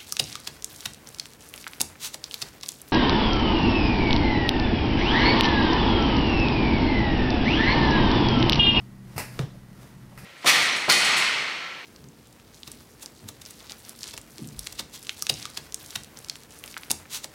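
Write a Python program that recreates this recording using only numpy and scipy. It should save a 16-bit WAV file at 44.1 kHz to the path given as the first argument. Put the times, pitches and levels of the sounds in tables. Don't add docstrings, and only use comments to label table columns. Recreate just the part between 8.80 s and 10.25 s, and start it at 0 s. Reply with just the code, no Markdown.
import sys
import numpy as np
from scipy import signal
from scipy.fft import rfft, irfft
from scipy.io import wavfile

SR = 44100
rng = np.random.default_rng(int(sys.argv[2]) if len(sys.argv) > 2 else 0)


def dump(signal):
    limited = np.clip(np.atleast_2d(signal).T, -1, 1)
    pcm = np.round(limited * 32767).astype(np.int16)
    wavfile.write(sys.argv[1], SR, pcm)


N = 63945
T = np.arange(N) / SR
BIN_HZ = np.fft.rfftfreq(N, 1 / SR)


def amp(db):
    return 10 ** (np.asarray(db) / 20)


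def unit_rms(x):
    return x / np.sqrt(np.mean(abs(x) ** 2) + 1e-20)


def burst(x):
    return x / np.linalg.norm(x) * np.sqrt(SR * .01)


def at_hz(points, hz):
    f, value = np.transpose(points)
    return np.interp(np.log(hz + 1), np.log(f + 1), value)


def envelope(points):
    return amp(np.interp(T, *np.transpose(points)))


def add(mix, start_s, sound):
    part = mix[round(start_s * SR):][:len(sound)]
    part += sound[:len(part)]


def coloured(x, spectrum, size=4096):
    log_gain = np.log(amp(at_hz(spectrum, abs(np.fft.fftfreq(size, 1 / SR)))))
    response = np.exp(np.conj(signal.hilbert(log_gain)))
    impulse = np.fft.ifft(response).real[:size // 2]
    return signal.fftconvolve(x, impulse)[:len(x)]


def steady(x, spectrum):
    return unit_rms(irfft(rfft(x) * amp(at_hz(spectrum, BIN_HZ)), N))


def ring(modes, rise_s=1 / SR):
    tones = sum(amp(db - 60 * T / t60_s) * np.sin(2 * np.pi * hz * T) for hz, db, t60_s in modes)
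    return burst(tones * np.minimum(T / rise_s, 1))


# f/Hz, level/dB
HUM_TONES = [(123.8, -52.5), (193.8, -56.5), (226.1, -66), (349.9, -70.5)]
# t/s, gain/dB
HUM_FADE = [(0, 6), (.25, 5), (.75, 2), (1.1, -1), (1.45, -1.5)]
# f/Hz, level/dB
WHINE_TONES = [(1879, -74.5), (1981, -73.5)]
# f/Hz, gain/dB
HISS_SPECTRUM = [(15, -21), (25, -11), (60, -9.5), (100, -14), (145, -3), (195, -10), (260, -13),
                 (400, -20.5), (520, -28.5), (850, -27.5), (1400, -32.5), (2000, -36.5), (3000, -41.5),
                 (7000, -44.5), (15500, -48.5)]

def hum(waver_depth=.37, waver_hz=6.6, hiss_db=-50):
    slow_band = np.exp(-(np.fft.fftfreq(N, 1 / SR) / waver_hz) ** 2)
    tones = np.zeros(N)
    for hz, db in HUM_TONES:
        noise = rng.standard_normal(N) + 1j * rng.standard_normal(N)
        waver = 1 + waver_depth * unit_rms(np.fft.ifft(slow_band * noise))
        carrier = np.exp(2j * np.pi * (hz * T + rng.random()))
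        tones += amp(db) * np.sqrt(2) * (waver * carrier).real
    whine = sum(amp(db) * np.sqrt(2) * np.sin(2 * np.pi * hz * T) for hz, db in WHINE_TONES)
    hiss = amp(hiss_db) * steady(rng.standard_normal(N), HISS_SPECTRUM)
    return tones * envelope(HUM_FADE) + whine + hiss


# t/s, level/dB
SWISH_LEVEL = [(0, -55), (.07, -60.5), (.22, -61.5), (.3, -55), (.35, -52.5), (.47, -69), (.54, -50),
               (.58, -48), (.68, -60.5), (.77, -58), (.88, -60), (.95, -57.5), (1.03, -51.5), (1.09, -54),
               (1.16, -57.5), (1.3, -58), (1.325, -57), (1.36, -57), (1.45, -50)]
# f/Hz, gain/dB
SWISH_SPECTRUM = [(150, 4), (380, 4), (850, 0.5), (1200, 0), (1800, -2.5), (2600, -5.5), (3300, -8),
                  (5200, -8.5), (7500, -12.5), (10000, -11), (15500, -16)]

def strings(ticks_per_s=1500, spread_db=4.5, tick_gain=.43):
    sizes = amp(spread_db * np.minimum(rng.exponential(1, N), 5))
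    ticks = sizes * (rng.random(N) < ticks_per_s / SR) * rng.choice([-1, 1], N)
    rub = tick_gain * unit_rms(ticks) + rng.standard_normal(N)
    return envelope(SWISH_LEVEL) * steady(rub, SWISH_SPECTRUM)


# t/s, peak/dB, f/Hz, rise/s, t60/s
THUDS = [(0.3567, -26.5, 131, 0.0084, 0.093), (0.363, -35.5, 89.4, 0.0095, 0.28),
         (0.5962, -17.5, 138.5, 0.0026, 0.139), (0.627, -21.5, 135, 0.0157, 0.046),
         (1.371, -39, 143, 0.0022, 0.11), (1.434, -40, 189, .006, .12)]

def thuds():
    out = np.zeros(N)
    for start_s, db, hz, rise_s, t60_s in THUDS:
        attack = np.minimum(T / rise_s, 1)
        decay = amp(db - 60 * np.maximum(T - rise_s, 0) / t60_s)
        add(out, start_s, attack * decay * np.sin(2 * np.pi * hz * T))
    return out


# t/s, level/dB, click/dB, handle/dB, body/dB, treble/dB
CLACKS = [(0.3625, -37.5, -14, -9, 1.5, -0.5), (0.38, -28, -4.5, -6.5, 0.5, 0.5),
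          (0.393, -31.5, -24, -13, 0, 0), (0.525, -57, -2, -22, -8, 3), (0.541, -57.5, -3, -20, -5, 4.5),
          (1.3766, -42.5, -3, -3.5, -9.5, -4), (1.3856, -47.5, -8, -12, -5.5, 4),
          (1.4455, -52, -7, -12, -6, 2)]
# f/Hz, level/dB, t60/s
CLICK_MODES = [(740, 4, 0.0083), (1276, -3.5, 0.028), (1940, -3, 0.022), (4570, 3.5, 0.0042),
               (8740, -2.5, 0.007), (12000, 4.5, 0.0047)]
# f/Hz, level/dB, t60/s
HANDLE_MODES = [(460, 1.5, 0.22), (571, -8, 0.14), (668, -2, 0.26), (784, -12, .22), (860, 1, 0.29),
                (903, 6.5, 0.17), (993, 3, 0.13), (1338, 0, .25), (1661, -2, 0.73), (1870, -14, .25),
                (2012, 3.5, 0.27), (2180, -7, .25), (2450, -4, 0.41), (2650, -5, 0.67), (4837, -8, 0.47),
                (5440, -8, .3), (9500, -15, .3)]
# f/Hz, gain/dB
CLACK_ROOM_SPECTRUM = [(100, -5), (230, 3), (330, -0.5), (520, 4), (900, 2.5), (1150, -1.5), (1900, 1),
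                       (2650, 2.5), (3100, -10.5), (3700, -10), (5200, -2.5), (6300, -9.5), (7500, -8),
                       (9600, -5), (12500, -7.5), (15500, -12)]

def socket(contact_s=.00018, body_hz=1010, treble_hz=2920):
    out = np.zeros(N)
    click, handle = ring(CLICK_MODES, contact_s), ring(HANDLE_MODES)
    for start_s, db, click_db, handle_db, body_db, treble_db in CLACKS:
        clack = amp(click_db) * click + amp(handle_db) * handle + room(CLACK_ROOM_SPECTRUM)
        low_shelf = [(body_hz * .75, body_db), (body_hz * 1.2, 0)]
        high_shelf = [(treble_hz * .75, 0), (treble_hz * 1.2, treble_db)]
        add(out, start_s, amp(db) * coloured(clack, low_shelf + high_shelf))
    return out


# f/Hz, t60/s
ROOM_T60 = [(100, 0.59), (500, 0.34), (1500, 0.44), (4000, 0.48), (10000, 0.41), (15000, 0.35)]

def room(spectrum, early_db=4, early_t60_s=.15, first_echo_s=.0015):
    taps = rng.choice([-1., 1.], N) * (rng.random(N) < .5)
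    hz, t, frames = signal.stft(taps, SR, nperseg=256)
    decay = amp(-60 * t / at_hz(ROOM_T60, hz)[:, None])
    tail = signal.istft(frames * decay, SR, nperseg=256)[1][:N]
    early = rng.standard_normal(N) * amp(early_db - 60 * T / early_t60_s) / np.sqrt(2)
    reflections = (tail + early) * (T > first_echo_s)
    return burst(coloured(reflections, spectrum))


# f/Hz, level/dB, t60/s
STRIKE_MODES = [(353, 0.5, 0.054), (1272, 1.5, 0.017), (1744, -3.5, 0.017), (2330, 0, 0.017),
                (2790, -1, .016), (3680, -1, .016), (4145, -1, 0.014), (5800, -5, 0.014),
                (7000, -10, 0.015)]
# delay at 1 kHz/s, level/dB
FLOOR_PATHS = [(.0034, -30.5), (.0125, -43.5)]
# f/Hz, gain/dB
WAVE_SPECTRUM = [(40, -12), (100, 5.5), (330, 8), (800, -6), (1250, -12), (2000, -19), (3800, -8),
                 (6000, -14.5), (9000, -27.5), (15500, -38)]
# f/Hz, level/dB, t60/s
FLOOR_MODES = [(322.6, -6.5, .35), (464.6, 0, 0.2), (646, -16, 0.1)]
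# f/Hz, gain/dB
KNOCK_ROOM_SPECTRUM = [(60, 6.5), (200, 5.5), (500, 5), (900, -3.5), (1900, -9), (2600, -14), (3600, -9),
                       (4400, -16), (5600, -14.5), (7000, -22), (11000, -29), (15500, -34)]

def knock(start_s=.5903, strike_s=.5906, contact_s=.0018, fizz_hz=7400, fizz_t60_s=.071, echo_s=.019):
    out = np.zeros(N)
    add(out, strike_s, amp(-30) * ring(STRIKE_MODES, contact_s))
    for delay_s, db in FLOOR_PATHS:
        lag_cycles = 2 * delay_s * np.sqrt(1000 * BIN_HZ)
        wave = irfft(amp(at_hz(WAVE_SPECTRUM, BIN_HZ)) * np.exp(-2j * np.pi * lag_cycles), N)
        add(out, start_s, amp(db) * burst(wave))
    arrival_s = start_s + FLOOR_PATHS[0][0]
    add(out, arrival_s, amp(-37) * ring(FLOOR_MODES))
    fizz_band = signal.butter(1, [fizz_hz / np.sqrt(2), fizz_hz * np.sqrt(2)], "band", fs=SR)
    fizz = signal.lfilter(*fizz_band, rng.standard_normal(N)) * amp(-60 * T / fizz_t60_s)
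    add(out, strike_s + contact_s, amp(-47) * burst(fizz))
    for delay_s, db in [(0, -32), (echo_s, -35.5)]:
        add(out, start_s + delay_s, amp(db) * room(KNOCK_ROOM_SPECTRUM))
    return out


# t/s, level/dB, f/Hz, length/s
SCUFFS = [(1.046, -60, 570, 0.051), (1.331, -55, 640, .025), (0.755, -56.5, 570, 0.031)]

def scuffs(width_oct=.81):
    out = np.zeros(N)
    for peak_s, db, hz, length_s in SCUFFS:
        band = np.exp(-(np.log2((BIN_HZ + 1) / hz) / width_oct) ** 2)
        friction = unit_rms(irfft(rfft(rng.standard_normal(N)) * band, N))
        swell = np.exp(-2 * ((T - peak_s) / length_s) ** 2)
        out += amp(db) * swell * friction
    return out


def scene():
    return (hum() + strings() + thuds() + socket() + knock() + scuffs())[None]


def record(dry):
    lowpass = signal.firwin(511, 15750, window=("kaiser", 9), fs=SR)
    return signal.oaconvolve(dry, lowpass[None], "same")


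dry = scene()
out = record(dry)
dump(out)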